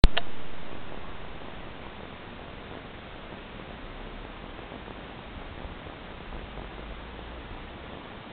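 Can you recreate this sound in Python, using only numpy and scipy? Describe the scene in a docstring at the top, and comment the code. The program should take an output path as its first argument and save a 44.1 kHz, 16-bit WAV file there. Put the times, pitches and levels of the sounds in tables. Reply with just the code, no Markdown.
"""A thump opens the scene: a small, narrow-band camera microphone overloads as it is switched on
in a garden at night. Its preamplifier hisses, and a plastic button clicks, exciting the modes of the case.
Popcorn noise then sputters in tiny one-sided pulses. Over a faint rumble a far engine gathers speed,
tyre noise swells and fades on a distant road, and late on a hand softly bumps the camera."""
import sys
import numpy as np
from scipy.fft import rfft, irfft, next_fast_len
from scipy.io import wavfile
from scipy.ndimage import map_coordinates

SR = 44100
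rng = np.random.default_rng(int(sys.argv[2]) if len(sys.argv) > 2 else 0)


def dump(signal):
    """Clip the signal to [-1, 1] and save it as 16-bit WAV at the path in sys.argv[1]."""
    limited = np.clip(np.atleast_2d(signal).T, -1, 1)
    pcm = np.round(limited * 32767).astype(np.int16)
    wavfile.write(sys.argv[1], SR, pcm)


N = 366912
TIME = np.arange(N) / SR
RAIL = .707  # clipping amplitude set by the supply


def amp(db):
    """Amplitude ratio of a level in decibels."""
    return 10 ** (np.asarray(db) / 20)


def wobble(rate):
    """Smooth random modulation: a spline through `rate` Gaussian values a second."""
    return map_coordinates(rng.standard_normal(int(N * rate / SR) + 4), [TIME * rate])


def filtered(x, response):
    """Linear filtering: the spectrum of x is multiplied by a frequency response."""
    size = next_fast_len(N + SR)
    return irfft(rfft(x, size) * response(np.fft.rfftfreq(size, 1 / SR)), size)[:N]


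def coloured(x, points):
    """Spectral shaping by (f/Hz, gain/dB) points joined on a logarithmic frequency axis."""
    f, db = np.transpose(points)
    return filtered(x, lambda hz: amp(np.interp(np.log(hz + 1), np.log(f), db)))


def noise(points):
    """Gaussian noise of the given spectral shape, normalised to unit rms."""
    x = coloured(rng.standard_normal(N), points)
    return x / np.sqrt(np.mean(x ** 2) + 1e-20)


def swells(rows):
    """A sum of Gaussian envelopes, one for each (t/s, half width/s, level/dB)."""
    return sum(amp(db) * np.exp(-((TIME - peak) / width) ** 2) for peak, width, db in rows)


def switch_on(start=.03943, edge_hz=4200):
    """Capacitor discharge: the bias voltage jumps, swings back past zero and drains exponentially."""
    age = np.maximum(TIME - start, 0)
    jump = amp(23) * np.exp(-age / .0024) + amp(-4.5) * np.exp(-age / .015)
    drain = amp(-18) * np.exp(-age / .55)
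    voltage = (age > 0) * (drain - jump)
    # steep filters on both sides of the overloaded converter ring around the jump
    low_pass = lambda hz: 1 / (1 + (hz / edge_hz) ** 44)
    clipped = np.clip(filtered(voltage, low_pass), -RAIL, RAIL)
    return filtered(clipped, low_pass)


# spectrum of the circuit noise: f/Hz, relative density level/dB
HISS_SPECTRUM = [(35, -30), (60, -3), (108, -7.5), (200, -6.5), (340, -9), (830, -12.5), (1380, -15.5),
                 (3570, -20.5), (3780, -23.5), (4290, -40), (4700, -71), (6110, -102), (10300, -120)]
# steady tones of the electronics: f/Hz, rms level/dB
CIRCUIT_TONES = [(198, -61.5), (1847, -77), (3694.8, -72), (4305, -90.5)]

def hiss(level_db=-43.5, cutoff_hz=4620):
    """Stationary circuit noise: a band-limited continuous spectrum with a few weak spectral lines."""
    tones = sum(np.sqrt(2) * amp(db) * np.sin(2 * np.pi * hz * TIME + wobble(4))
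                for hz, db in CIRCUIT_TONES)
    broadband = amp(level_db) * noise(HISS_SPECTRUM)
    return filtered(broadband, lambda hz: hz < cutoff_hz) + tones


# spectrum of the far vehicle's rumble: f/Hz, relative density level/dB
RUMBLE_SPECTRUM = [(5, -9), (15, -2.5), (30, 5.5), (55, -3), (90, -15), (160, -22), (400, -67.5),
                   (1500, -140)]
# swells added to the steady rumble: peak t/s, half width/s, level/dB
RUMBLE_SWELLS = [(5.65, .3, -47), (6.6, .9, -51.5)]

def rumble(steady_db=-53, uneven_db=2.5):
    """Amplitude-modulated low-frequency noise: a far vehicle rumbles and swells unevenly."""
    envelope = (amp(steady_db) + swells(RUMBLE_SWELLS)) * amp(uneven_db * wobble(8))
    return envelope * noise(RUMBLE_SPECTRUM)


# impacts of the button: t/s, relative level/dB
BUTTON_CONTACTS = [(.1688, -19), (.1704, -23), (.1752, -7.3), (.1772, -22), (.1843, -27), (.2058, -37)]
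# normal modes of the plastic case: f/Hz, relative level/dB, T60/s
CASE_MODES = [(470, -18, .04), (595, -15, .035), (692, -9.5, .085), (920, -14, .035), (1230, -16, .03),
              (1500, -5, .012), (1730, -7, .018), (2850, -5, .018), (3070, -3, .014), (3300, -8, .011),
              (3770, -20, .06), (4226, -19, .06)]
# the camera's passband, for the button and the pops: f/Hz, gain/dB
PASSBAND = [(3700, 0), (4000, -0.5), (4300, -16.5), (4500, -33), (4700, -73.5), (5000, -120)]

def button(crack_db=-17, crack_t60=.016, corner_hz=450):
    """Impact excitation: each contact cracks and sets the damped modes of the case ringing."""
    out, t = np.zeros(N), np.arange(SR // 4) / SR
    attack = 1 - np.exp(-t / .0004)
    for start, db in BUTTON_CONTACTS:
        ring = sum(amp(level + rng.normal(0, 1) - 60 * t / t60) * np.sin(2 * np.pi * hz * t)
                   for hz, level, t60 in CASE_MODES)
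        crack = amp(crack_db - 60 * t / crack_t60) * rng.standard_normal(len(t))
        out[round(start * SR):][:len(t)] += amp(db) * attack * (ring + crack)
    # a source much smaller than the wavelength radiates little bass
    radiated = filtered(out, lambda hz: (1j * hz / (corner_hz + 1j * hz)) ** 2)
    return coloured(radiated, PASSBAND)


# bursts of pops in the preamplifier: onset t/s, length/s (0 for a lone pop), relative level/dB
POP_BURSTS = [(.7141, .0386, -29), (.9228, .0527, -27), (1.4847, 0, -27.5), (1.852, .0151, -28),
              (2.0068, .0486, -28.5), (2.7139, .0586, -28), (3.324, .0055, -30.5), (3.5983, 0, -26.5),
              (3.6902, .0186, -30), (4.2517, 0, -28), (4.4417, .0238, -29), (4.5905, .0026, -28.5),
              (4.7204, .0408, -27), (4.8811, .0274, -26), (5.1918, 0, -29.5), (5.5787, .0679, -28.5),
              (5.8696, .0545, -29.5), (6.3278, .0655, -28.5), (6.5759, .0698, -27), (6.7821, .0461, -29.5),
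              (7.1922, 0, -26), (7.9345, .0383, -29.5)]

def burst_pops(pop_s, pops_per_s=36, jitter=.2, log_spread=.2):
    """Jittered pulse trains, each of one height, as rows of (t/s, relative level/dB, duration/s)."""
    pops = []
    for start, length, db in POP_BURSTS:
        gaps = int(np.ceil(length * pops_per_s))
        for k in range(gaps + 1):
            slip = rng.normal(0, jitter) if 0 < k < gaps else 0
            when = start + length * (k + slip) / max(gaps, 1)
            pops.append((when, db, pop_s * np.exp(rng.normal(0, log_spread))))
    return pops


def sputter(pop_s=.0006, gain_db=1, droop_hz=60, rounding_hz=2000):
    """Popcorn noise: rectangular pulses of one sign, in bursts and alone, among many fainter ones."""
    faint = [(when * N / SR, -35 + 6 * (height - .5), .0003 * (.5 + 2 * width ** 2))
             for when, height, width in rng.random((420, 3))]
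    strays = [(when * N / SR, -32 + 5 * (height - .5), pop_s) for when, height in rng.random((22, 2))]
    current = np.zeros(N)
    for when, db, duration in burst_pops(pop_s) + strays + faint:
        first = max(round((when - duration / 2) * SR), 0)
        current[first:][:max(round(duration * SR), 1)] += amp(db + gain_db)
    # the coupling droops after each pulse, and the amplifier rounds its edges
    pulses = filtered(current, lambda hz: 1j * hz / (droop_hz + 1j * hz) / (1 + (hz / rounding_hz) ** 2))
    return coloured(pulses, PASSBAND)


# pulls of the far engine: onset t/s, hold/s, initial firing f/Hz, rms level/dB
ENGINE_PULLS = [(.78, .02, 34, -49), (3.76, .03, 29, -42.5), (4.55, .4, 44, -54), (6.33, .66, 44.5, -45.5)]

def engine(rev_hz_per_s=13.5, attack_s=.24, fade_db_per_s=16, unsteady_rad=.5):
    """Periodic firing: a far engine drones at its firing frequency, which climbs through each gear."""
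    out = np.zeros(N)
    for start, hold, first_hz, db in ENGINE_PULLS:
        age = np.maximum(TIME - start, 0)
        fade_db = fade_db_per_s * np.maximum(age - attack_s - hold, 0)
        envelope = np.minimum(age / attack_s, 1) * amp(db - fade_db)
        firing_hz = first_hz + rev_hz_per_s * age
        phase = 2 * np.pi * np.cumsum(firing_hz) / SR + unsteady_rad * wobble(16)
        out += envelope * np.sqrt(2) * np.sin(phase)
    return out


# spectrum of distant tyre noise: f/Hz, relative density level/dB
TYRE_SPECTRUM = [(300, -28.5), (600, -9.5), (850, -3), (1130, 0.5), (1350, -15), (2500, -46.5),
                 (4500, -120)]
# far cars going by: closest approach t/s, half width/s, level/dB
CAR_PASSES = [(1.3, 1.1, -58.5), (8.05, .3, -54.5)]

def tyres(uneven_db=2.5):
    """Rolling noise: a soft band that rises as each distant car nears and falls as it recedes."""
    return swells(CAR_PASSES) * amp(uneven_db * wobble(12)) * noise(TYRE_SPECTRUM)


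# soft bumps of the hand holding the camera: t/s, relative level/dB
HAND_BUMPS = [(5.36, -33), (5.509, -36.5), (5.639, -33.5), (5.699, -36), (5.859, -33.5), (6.328, -40),
              (6.428, -35), (7.511, -37)]

def handling(gain_db=-1, body_hz=72, rise_s=.0076):
    """Heavily damped oscillation: each bump of the hand rocks the camera for a cycle or two."""
    out, t = np.zeros(N), np.arange(SR // 8) / SR
    envelope = t / rise_s * np.exp(1 - t / rise_s)
    for start, db in HAND_BUMPS:
        hz = body_hz * np.exp(rng.normal(0, .16))
        out[round(start * SR):][:len(t)] += amp(db + gain_db) * envelope * np.sin(2 * np.pi * hz * t)
    return out


def scene():
    """Superposition: the other sources join the thump once the amplifier recovers from overload."""
    recovery = np.clip((TIME - .046) / .015, 0, 1)
    sources = hiss() + rumble() + button() + sputter() + engine() + tyres() + handling()
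    return (switch_on() + recovery * sources)[None]


def record(dry, top_hz=16000):
    """Saturation and band limiting: the output stage clips at the rail and passes nothing above top_hz."""
    return filtered(np.clip(dry[0], -RAIL, RAIL), lambda hz: hz < top_hz)[None]


dry = scene()
out = record(dry)
dump(out)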